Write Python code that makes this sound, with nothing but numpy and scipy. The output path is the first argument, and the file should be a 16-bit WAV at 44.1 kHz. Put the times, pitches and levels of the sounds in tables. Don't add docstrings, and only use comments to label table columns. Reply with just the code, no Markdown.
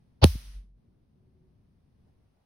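import sys
import numpy as np
from scipy import signal
from scipy.fft import rfft, irfft, next_fast_len
from scipy.io import wavfile

SR = 44100
rng = np.random.default_rng(int(sys.argv[2]) if len(sys.argv) > 2 else 0)


def wav_out(sig):
    wavfile.write(sys.argv[1], SR, np.round(np.clip(np.atleast_2d(sig).T, -1, 1) * 32767).astype(np.int16))


N = 108045
SPARK_S = .2423
SIZZLE_PEAK_DB, SIZZLE_RISE_DB_PER_S = -21.5, 1000.5

# (frequency [Hz], relative level [dB])
CRACK_SPECTRUM = [(200, -11), (1500, -5), (2600, -4.5), (4200, 2.5), (5800, -2), (7300, -14), (8600, -6.5),
                  (10300, -6), (12000, -15), (13500, -14), (16000, -12)]
# (time [s], level [dB])
SNAPS = [(.2358, -35), (.2513, -36), (0.2528, -35.5)]
# (frequency [Hz], relative level [dB])
SIZZLE_SPECTRUM = [(900, -28), (1700, -10.5), (2600, -4), (3900, -0.5), (4600, -0.5), (5500, -7.5),
                   (6300, -21), (8000, -36), (16000, -32.5)]
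# (frequency [Hz], relative level [dB])
PUFF_SPECTRUM = [(60, -22), (150, -5.5), (400, -1.5), (650, 0), (830, 1.5), (1050, -10.5), (1300, -10),
                 (2000, -31.5), (4000, -59)]

def spark():
    cracks = sum(amp(db) * decay(s, t60=.002, hold=.0005) for s, db in [(SPARK_S, -14), *SNAPS])
    arc = amp(-25) * decay(SPARK_S, t60=.007, hold=.0018)
    discharge = (cracks + arc) * noise(CRACK_SPECTRUM, likeness=.2)
    sizzle = swell(SIZZLE_PEAK_DB, SIZZLE_RISE_DB_PER_S) * noise(SIZZLE_SPECTRUM, likeness=.2)
    puff = swell(peak_db=-11, rise_db_per_s=1150) * noise(PUFF_SPECTRUM, likeness=-.05)
    return discharge + sizzle * pan(left_db=-6) + puff * pan(left_db=5)


# (frequency [Hz], relative level [dB])
SWELL_TONES = [(2640, -3.5), (2865, -4), (3300, -5), (3880, 0), (4470, 0), (4630, -2), (5090, -5)]

def swell_tones():
    phases = rng.uniform(0, 2 * np.pi, (len(SWELL_TONES), 2, 1))
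    cluster = sum(amp(db) * np.sin(2 * np.pi * hz * clock() + phase)
                  for (hz, db), phase in zip(SWELL_TONES, phases))
    return swell(SIZZLE_PEAK_DB - 2.5, SIZZLE_RISE_DB_PER_S) * unit(cluster)


# (frequency [Hz], level [dB], t60 [s])
CRACK_MODES = [(4080, -6, .003), (5320, -11, .002), (9700, -11.5, .003)]

def crack_ring():
    start = SPARK_S + np.array([[0], [.00003]])
    return sum(amp(db) * decay(start, t60) * np.sin(2 * np.pi * hz * (clock() - start))
               for hz, db, t60 in CRACK_MODES)


# (frequency [Hz], relative level [dB])
GUST_SPECTRUM = [(30, 0), (80, -2), (140, 0.5), (190, -1), (260, -16), (420, -10.5), (620, -14),
                 (850, -14.5), (1300, -24.5), (2000, -38.5), (4000, -61)]

def blast():
    shove_s, shove_hz, shove_width_s = .2355, 92, .0068
    shove_lag_s, punch_lag_s = .00027, .0002
    centre = shove_s + shove_lag_s * np.array([[.5], [-.5]])
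    shove = amp(-7.5) * bell(centre, shove_width_s) * np.cos(2 * np.pi * shove_hz * (clock() - centre))
    punch = np.array([thud(SPARK_S + lag, start_hz=705, end_hz=76, t60=.13, hold=.01)
                      for lag in (punch_lag_s, 0)])
    gust = amp(-19.5) * decay(SPARK_S, t60=.045, hold=.009) * noise(GUST_SPECTRUM, likeness=.21)
    return shove + amp(-7) * punch + gust


# (time [s], pitch [Hz], level [dB])
BOOM_COURSE = [(0.224, 41.1, -28), (0.237, 39.4, -17), (0.272, 48.4, -46), (.298, 54, -30),
               (.33, 51.7, -30.5), (.372, 54.2, -32), (.415, 47.2, -50), (.48, 48.2, -40), (0.508, 48, -40),
               (.53, 48, -47), (.565, 47.4, -34.5), (.605, 47, -39.5), (.65, 46.86, -52), (.75, 46, -53.5),
               (.8, 46, -52)]

def boom():
    hz, db = curves(BOOM_COURSE)
    edges_s = [BOOM_COURSE[row][0] for row in (0, 1, -2, -1)]
    gate = np.interp(clock(), edges_s, [0, 1, 1, 0])
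    turns = np.cumsum(hz * (gate > 0)) / SR
    return gate * amp(db) * np.sin(2 * np.pi * turns)


# (frequency [Hz], relative level [dB])
BUMP_SPECTRUM = [(60, -5), (180, 0.5), (330, -14.5), (550, -25.5), (900, -56), (3000, -64)]

def bump():
    bump_s, cutoff_hz = .3555, 510
    rustle = amp(-39.5) * bell(bump_s, width_s=.007) * noise(BUMP_SPECTRUM, likeness=.3)
    knock = amp(-30) * thud(bump_s, start_hz=222, end_hz=78, t60=.073)
    return rustle + filtered(knock, lambda hz: 1 / (1 + (hz / cutoff_hz) ** 4))


# (frequency [Hz], relative level [dB])
ROOM_SPECTRUM = [(100, -7.5), (400, -9.5), (800, -7), (1600, -4.5), (3000, -0.5), (5500, 2.5), (6700, -3),
                 (7300, -26.5), (8300, -4), (11000, -1.5), (12600, -5), (13600, -12), (15000, 1),
                 (16000, -5.5)]
# (frequency [Hz], t60 [s])
ROOM_T60 = [(200, .9), (1500, 1.4), (5000, .9), (10000, 0.97), (15000, .5)]
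# (frequency [Hz], left-right correlation [-1 to 1])
DIFFUSE_LIKENESS = [(60, 1), (180, 0.75), (550, 0.0016), (2000, 0.18), (15000, 0.034)]

def room():
    start = SPARK_S + .0071
    fade_s, fade_db_per_s = .56, 146
    hz, t, bands = signal.stft(noise(ROOM_SPECTRUM, DIFFUSE_LIKENESS), SR, nperseg=256)
    loss = np.exp(-np.log(1000) * np.maximum(t - start, 0) / along(ROOM_T60, hz)[:, None])
    tail = signal.istft(bands * loss, SR, nperseg=256)[1][:, :N] * (clock() > start)
    fade = amp(-fade_db_per_s * np.maximum(clock() - fade_s, 0))
    early = decay(start, t60=.29) * noise(ROOM_SPECTRUM, DIFFUSE_LIKENESS)
    return amp(-44) * tail * fade + amp(-37.5) * early


# (frequency [Hz], relative level [dB])
RUMBLE_SPECTRUM = [(25, -9), (50, -2), (90, 0.5), (130, -2), (185, -5.5), (235, -6.5), (330, -16),
                   (450, -19), (800, -30.5), (1200, -36.5), (2600, -80)]
# (time [s], level [dB])
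RUMBLE_LEVEL = [(0, -63.5), (.6, -62.5), (.74, -70), (.79, -63), (.96, -62.5), (1.09, -67.5), (1.16, -62.5),
                (1.55, -63), (1.8, -65.5), (1.95, -64), (2.19, -63), (2.32, -69.5), (2.45, -74.5)]
# (frequency [Hz], relative level [dB])
HISS_SPECTRUM = [(300, -10.5), (700, 3), (1200, -1.5), (2500, -6), (5300, -10), (6500, -15.5), (7300, -29),
                 (8600, -14), (11000, -13), (13500, -26.5), (15500, -20.5)]
# (time [s], level [dB])
HISS_LEVEL = [(0, -81), (.5, -87.5), (.73, -93), (.79, -85.5), (1.0, -86), (1.8, -84), (2.08, -82.5),
              (2.45, -83.5)]

def room_tone():
    rumble = amp(curves(RUMBLE_LEVEL)[0]) * noise(RUMBLE_SPECTRUM, DIFFUSE_LIKENESS)
    hiss = amp(curves(HISS_LEVEL)[0]) * noise(HISS_SPECTRUM, DIFFUSE_LIKENESS)
    return rumble * pan(left_db=1.5) + hiss


# (time [s], level [dB])
HUM_LEVEL = [(1.05, -95), (1.2, -76.5), (1.47, -76.5), (1.58, -87.5), (2.3, -91.5)]

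def hum(pitch_hz=369, width_hz=14):
    band = filtered(rng.standard_normal(N), lambda hz: np.exp(-((hz - pitch_hz) / width_hz) ** 2))
    return amp(curves(HUM_LEVEL)[0]) * unit(band)


# (frequency [Hz], relative level [dB])
HANDLING_SPECTRUM = [(200, -8), (420, 1.5), (780, 1), (1200, -12), (2500, -24.5), (5000, -24), (8000, -33)]
# (time [s], width [s], level [dB])
HANDLING_RUSTLES = [(2.08, .035, -76), (2.24, 0.037, -81.5), (2.41, 0.1, -77.5)]

def handling():
    envelope = sum(amp(db) * bell(s, width) for s, width, db in HANDLING_RUSTLES)
    return envelope * noise(HANDLING_SPECTRUM, DIFFUSE_LIKENESS)


def amp(db):
    return 10 ** (np.asarray(db) / 20)


def unit(x):
    return x / np.sqrt(np.mean(x ** 2) + 1e-20)


def pan(left_db):
    return amp([[left_db / 2], [-left_db / 2]])


def clock():
    return np.arange(N) / SR


def along(points, hz):
    frequencies, values = np.transpose(points)
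    return np.interp(np.log(hz + 1), np.log(frequencies + 1), values)


def curves(rows):
    times, *columns = np.transpose(rows)
    return [np.interp(clock(), times, column) for column in columns]


def filtered(x, response):
    size = next_fast_len(N + SR // 2)
    return irfft(rfft(x, size) * response(np.fft.rfftfreq(size, 1 / SR)), size)[..., :N]


def noise(spectrum, likeness):
    def mid_side_gains(hz):
        correlation = likeness if np.isscalar(likeness) else along(likeness, hz)
        angle = np.arccos(np.clip(correlation, -1, 1)) / 2
        return amp(along(spectrum, hz)) * np.vstack([np.cos(angle), np.sin(angle)])
    mid, side = filtered(rng.standard_normal((2, N)), mid_side_gains)
    return unit(np.array([mid + side, mid - side]))


def swell(peak_db, rise_db_per_s, length_s=.027):
    lead = SPARK_S - clock()
    gate = (lead > 0) * np.clip(10 * (1 - lead / length_s), 0, 1)
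    return gate * amp(peak_db - rise_db_per_s * np.abs(lead))


def bell(centre_s, width_s):
    return np.exp(-((clock() - centre_s) / width_s) ** 2)


def decay(start, t60, hold=0):
    age = clock() - start
    return (age >= 0) * np.exp(-np.log(1000) * np.maximum(age - hold, 0) / t60)


def thud(start, start_hz, end_hz, t60, hold=0, fall_s=.0032):
    age = np.maximum(clock() - start, 0)
    turns = end_hz * age + (start_hz - end_hz) * fall_s * (1 - np.exp(-age / fall_s))
    return decay(start, t60, hold) * np.sin(2 * np.pi * turns)


def scene():
    bang = spark() + swell_tones() + crack_ring() + blast() + boom()
    return bang + bump() + room() + room_tone() + hum() + handling()


def record(dry):
    ceiling, top_hz = .9, 15950
    rounded = dry / (1 + np.abs(dry / ceiling) ** 6) ** (1 / 6)
    return filtered(rounded, lambda hz: 1 / np.sqrt(1 + (hz / top_hz) ** 240))


dry = scene()
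out = record(dry)
wav_out(out)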